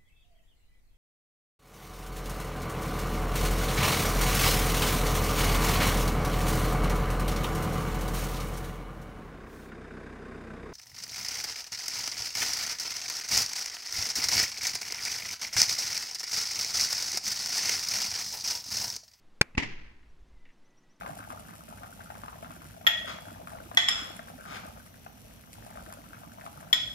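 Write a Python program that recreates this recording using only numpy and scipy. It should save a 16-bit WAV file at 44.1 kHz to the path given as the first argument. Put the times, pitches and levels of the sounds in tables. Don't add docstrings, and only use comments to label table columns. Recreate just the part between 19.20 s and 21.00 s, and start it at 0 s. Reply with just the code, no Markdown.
import sys
import numpy as np
from scipy import signal
from scipy.fft import rfft, irfft, next_fast_len
from scipy.io import wavfile
from scipy.ndimage import uniform_filter1d

SR = 44100
rng = np.random.default_rng(int(sys.argv[2]) if len(sys.argv) > 2 else 0)


def output_pcm(signal):
    pcm = np.clip(np.atleast_2d(signal).T, -1, 1) * 32767
    wavfile.write(sys.argv[1], SR, np.round(pcm).astype(np.int16))


N = 79380

# frequency in Hz, relative level in dB.
AIR_SPECTRUM = [(40, -27), (80, -11), (140, 0.5), (300, -1), (600, -9.5), (1000, -10), (1450, -13.5),
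                (2000, -15), (3000, -18), (5000, -22.5), (7000, -26.5), (10000, -32.5), (15000, -40.5)]
WIND_SPECTRUM = [(3, -10), (9, 1), (20, -16), (35, -26), (70, -49.5), (200, -81), (600, -120)]
RUMBLE_SPECTRUM = [(15, -18.5), (35, -2.5), (52, -1), (70, -6), (100, -19), (170, -23.5), (300, -41.5),
                   (1000, -120)]
CRACK_SPECTRUM = [(300, -25.5), (1000, -11.5), (1800, -0.5), (3000, -4.5), (3800, -3.5), (6500, -11.5),
                  (10000, -16.5), (14000, -21), (16500, -34)]
WATER_SPECTRUM = [(40, -7), (200, 1.5), (450, -4), (700, -7), (1400, -6), (2400, -5.5), (3500, -23),
                  (8000, -31), (11000, -33), (15000, -41.5)]
SCATTER_SPECTRUM = [(30, -31), (100, -2.5), (280, 5.5), (450, -7.5), (650, -10.5), (950, 0), (1400, -14),
                    (2000, 6), (2400, 1), (2750, 0), (3400, -11.5), (5000, -11), (7000, -20), (10000, -36),
                    (15000, -66)]
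TAIL_SPECTRUM = [(30, -8), (60, 2), (130, 3), (260, 4), (380, 3), (560, -11.5), (950, -10), (1250, -13.5),
                 (2000, 0), (2600, -2), (3500, -12), (6300, -17.5), (9000, -34.5), (15000, -69)]
SHORE_SPECTRUM = [(300, -44), (1400, -24), (1920, -3), (2200, -5.5), (2500, -14), (2780, -4.5), (3100, -18),
                  (6000, -39), (12000, -65)]
# frequency in Hz, coherence from 0 to 1.
AIR_COHERENCE = [(100, 0.97), (1000, 1), (8000, 1)]
SCATTER_COHERENCE = [(80, 0.68), (300, 0.3), (800, .15), (8000, 0.078)]
TAIL_COHERENCE = [(60, 0.72), (250, 0.23), (600, 0), (2000, 0), (8000, .1)]
# time in seconds, level in dB.
WIND_LEVELS = [(0, -59), (.28, -53), (.42, -45.5), (.57, -39.5), (.68, -55), (1.2, -51.5), (1.8, -60.5)]
RUMBLE_LEVELS = [(0, -75), (.45, -64.5), (.62, -59.5), (.9, -58), (1.17, -59), (1.26, -79), (1.8, -88)]
# frequency in Hz, level in dB, rise in seconds, t60 (time to fall 60 dB) in seconds.
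SKIN_MODES = [(450, -22, 0.0021, .016), (832.3, -23, 0.0012, 0.028), (1077, -21.5, .0022, 0.024),
              (1580, -16.5, 0.0025, .011), (2371, -8, .0044, .009), (2870, -19, 0.0037, 0.0072),
              (4440, -20.5, .004, .012), (5622, -21, 0.0047, .009), (7081, -29, .0042, .008)]
CORNER_MODES = [(151, -40, 0.0021, .03), (2590, -41, 0.0033, 0.019)]
# delay in seconds, gain in dB.
HULL_ECHOES = [(.0075, -28.5), (.0132, -29.5), (0.0162, -35.5)]
# frequency in Hz, gain in dB.
HULL_REFLECTANCE = [(200, -0.5), (2500, -3), (8000, -4.5), (12000, -14.5), (16000, -21.5)]
ROCK_REFLECTANCE = [(40, 6), (140, 3), (290, 1.5), (450, -10), (700, 1), (950, 6), (1500, -16), (2000, -16),
                    (2350, -17), (2720, 3), (3500, -18), (5000, -14), (8000, -15), (12000, -25),
                    (16000, -45)]
# arrival in seconds, specular gain in dB, scatter level in dB,
# scatter t60 in seconds, lag of the left ear in seconds.
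CLIFF_FACES = [(.3490, -31.5, -47, 0.029, .0001), (0.373, -18, -33.5, 0.014, .0006),
               (.3768, -9, -19, 0.038, .0003), (0.3801, -26, -31.5, 0.082, -.0003),
               (0.397, -48, -33.5, 0.094, .0002), (.4220, -32, -33.5, 0.063, -.0004),
               (.4300, -32, -33, 0.08, .0003), (.4590, -32, -44, 0.049, 0)]
# frequency in Hz, level in dB, t60 in seconds.
WALL_BASS = [(79.5, -25, .04), (301.6, -18.5, .028)]
# frequency in Hz, t60 in seconds.
TAIL_DECAY = [(60, .8), (160, 0.84), (420, 0.56), (1100, 1), (2400, .78), (6000, 0.68), (10000, 0.23)]
# arrival in seconds, level in dB, t60 in seconds.
SHORE_ECHOES = [(.829, -65.5, 0.076), (1.2532, -52, 0.021), (1.257, -65, 0.22), (1.288, -68.5, .14),
                (1.303, -70.5, 0.068)]
# start in seconds, length in seconds, first and last pitch in Hz, level in dB.
BIRD_NOTES = [(0.884, 0.03, 5672, 5800, -76), (1.0, .014, 6600, 6000, -81), (1.072, .036, 5850, 6550, -81),
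              (1.195, .025, 5600, 6150, -80.5), (1.318, .028, 5273, 6147, -78.5),
              (1.376, .016, 6300, 5079, -77), (1.441, .04, 5250, 6250, -72.5),
              (1.501, 0.014, 6900, 5500, -73), (1.566, .036, 5480, 5900, -67.5),
              (1.626, 0.021, 7200, 5050, -74), (1.691, 0.048, 5100, 6140, -70),
              (1.757, 0.016, 6600, 5200, -72)]
# time in seconds, pitch in Hz, level in dB.
TONE_COURSE = [(1.05, 2130, -98), (1.102, 2080, -81), (1.219, 2000, -73), (1.38, 2000, -90),
               (1.48, 1996, -75.5), (1.66, 1940, -79), (1.8, 2006, -85)]

POP_S, CRACK_RISE_S = .2117, .003


def amp(db):
    return 10 ** (np.asarray(db) / 20)


def unit(x):
    return x / np.sqrt(np.mean(x ** 2) + 1e-20)


def along(points, hz):
    freqs, values = np.transpose(points)
    return np.interp(np.log(hz + 1), np.log(freqs + 1), values)


def since(s):
    return np.maximum(np.arange(N) / SR - s, 0)


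def fade(t, t60):
    return (t > 0) * np.exp(-np.log(1000) * t / t60)


def swell(t, rise, t60):
    return np.minimum(t / rise, 1) ** 2 * np.exp(-np.log(1000) * np.maximum(t - rise, 0) / t60)


def filtered(x, response):
    size = next_fast_len(N + SR // 2)
    return irfft(rfft(x, size) * response(np.fft.rfftfreq(size, 1 / SR)), size)[..., :N]


def causal(x, points):
    size = 2 * next_fast_len(N)
    cepstrum = irfft(np.log(amp(along(points, np.fft.rfftfreq(size, 1 / SR)))))
    cepstrum[1:size // 2] *= 2
    cepstrum[size // 2 + 1:] = 0
    return irfft(rfft(x, size) * np.exp(rfft(cepstrum)), size)[..., :N]


def placed(x, delay, lag):
    ear_delays = delay + np.array([[lag], [-lag]]) / 2
    return filtered(x, lambda hz: np.exp(-2j * np.pi * hz * ear_delays))


def noise(spectrum):
    return unit(filtered(rng.standard_normal(N), lambda hz: amp(along(spectrum, hz))))


def wide(spectrum, coherence):
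    def response(hz):
        angle = np.arccos(np.clip(along(coherence, hz), -1, 1)) / 2
        return amp(along(spectrum, hz)) * [np.cos(angle), np.sin(angle)]
    mid, side = filtered(rng.standard_normal((2, N)), response)
    return unit(np.array([mid + side, mid - side]))


def ringing(s, modes):
    t = since(s)
    return sum(amp(db) * swell(t, rise, t60) * np.sin(2 * np.pi * hz * t) for hz, db, rise, t60 in modes)


def outdoors():
    envelope = lambda rows: amp(np.interp(since(0), *np.transpose(rows)))
    air = amp(-68) * wide(AIR_SPECTRUM, AIR_COHERENCE)
    wind = envelope(WIND_LEVELS) * noise(WIND_SPECTRUM)
    rumble = envelope(RUMBLE_LEVELS) * noise(RUMBLE_SPECTRUM)
    return air + wind + rumble


def balloon():
    t = since(POP_S)
    lobe = lambda delay, width: (t > 0) * np.exp(-((t - delay) / width) ** 2 / 2)
    push = amp(-12.5) * lobe(delay=.0006, width=.00042)
    suction = amp(-18.5) * lobe(delay=.0042, width=.00096)
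    tear = np.sqrt(swell(t, CRACK_RISE_S, .013 / 2))
    crack = amp(-12.5) * tear * noise(CRACK_SPECTRUM)
    return push - suction + ringing(POP_S, SKIN_MODES) + crack


def boat_and_ripples():
    t = since(POP_S + CRACK_RISE_S)
    envelope = amp(-31.5) * fade(t, t60=.022) + amp(-51.5) * fade(t, t60=.46)
    return envelope * wide(WATER_SPECTRUM, coherence=[(100, .81), (2000, .5)])


def hull(pop):
    echoes = sum(amp(db) * placed(pop, delay, lag=0) for delay, db in HULL_ECHOES)
    return causal(echoes, HULL_REFLECTANCE)


def cliff(pop):
    corner = ringing(.349, CORNER_MODES)
    specular = sum(amp(db) * placed(pop, s - POP_S, lag) for s, db, _, _, lag in CLIFF_FACES)
    envelope = sum(amp(db) * swell(since(s), rise=.0028, t60=t60) for s, _, db, t60, _ in CLIFF_FACES)
    scatter = envelope * wide(SCATTER_SPECTRUM, SCATTER_COHERENCE)
    t = since(.38)
    bass = sum(amp(db) * fade(t, t60) * np.sin(2 * np.pi * hz * t) for hz, db, t60 in WALL_BASS)
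    return corner + causal(specular, ROCK_REFLECTANCE) + scatter - bass


def forest(start_s=.378, rise_s=.008, level_db=-35, grain_db=1.43):
    hz, times, bands = signal.stft(wide(TAIL_SPECTRUM, TAIL_COHERENCE), SR, nperseg=256)
    decay = np.exp(-np.log(1000) * np.maximum(times - start_s, 0) / along(TAIL_DECAY, hz)[:, None])
    tail = signal.istft(bands * decay, SR, nperseg=256)[1][:, :N]
    onset = np.minimum(since(start_s) / rise_s, 1)
    grain = unit(uniform_filter1d(rng.standard_normal(N), size=260))
    return tail * onset * amp(level_db + grain_db * grain)


def far_shore():
    envelope = sum(amp(db) * swell(since(s), rise=.00064, t60=t60) for s, db, t60 in SHORE_ECHOES)
    return envelope * noise(SHORE_SPECTRUM)


def bird():
    song = np.zeros(N)
    for s, length, start_hz, end_hz, db in BIRD_NOTES:
        progress = np.minimum(since(s) / length, 1)
        glide = 1 - (1 - progress) ** 1.8 if end_hz > start_hz else progress
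        pitch = start_hz + (end_hz - start_hz) * glide
        song += amp(db) * np.sin(np.pi * progress) * np.sin(2 * np.pi * np.cumsum(pitch) / SR)
    return song


def among_trees(x):
    response = rng.standard_normal((2, N)) * fade(since(0), t60=.34)
    response /= np.linalg.norm(response[0])
    return x + amp(-11.5) * signal.fftconvolve(x[None], response, axes=1)[:, :N]


def distant_tone(waver_hz=32, flutter_db=2.5):
    times, hz, db = np.transpose(TONE_COURSE)
    waver = lambda: noise([(15, .5), (40, -4.5), (200, -52), (1000, -120)])
    pitch = np.interp(since(0), times, hz) + waver_hz * waver()
    envelope = amp(np.interp(since(0), times, db) + flutter_db * waver())
    return (since(times[0]) > 0) * envelope * np.sin(2 * np.pi * np.cumsum(pitch) / SR)


def scene():
    pop = balloon()
    direct = placed(pop, delay=0, lag=.00012) * amp([[.6], [-.6]])
    echoes = hull(pop) + boat_and_ripples() + cliff(pop) + forest() + far_shore()
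    return direct + echoes + among_trees(bird()) + distant_tone() + outdoors()


def record(dry):
    cutoff_hz = 16000
    return filtered(dry, lambda hz: 1 / (1 + (hz / cutoff_hz) ** 120))


dry = scene()
out = record(dry)
output_pcm(out)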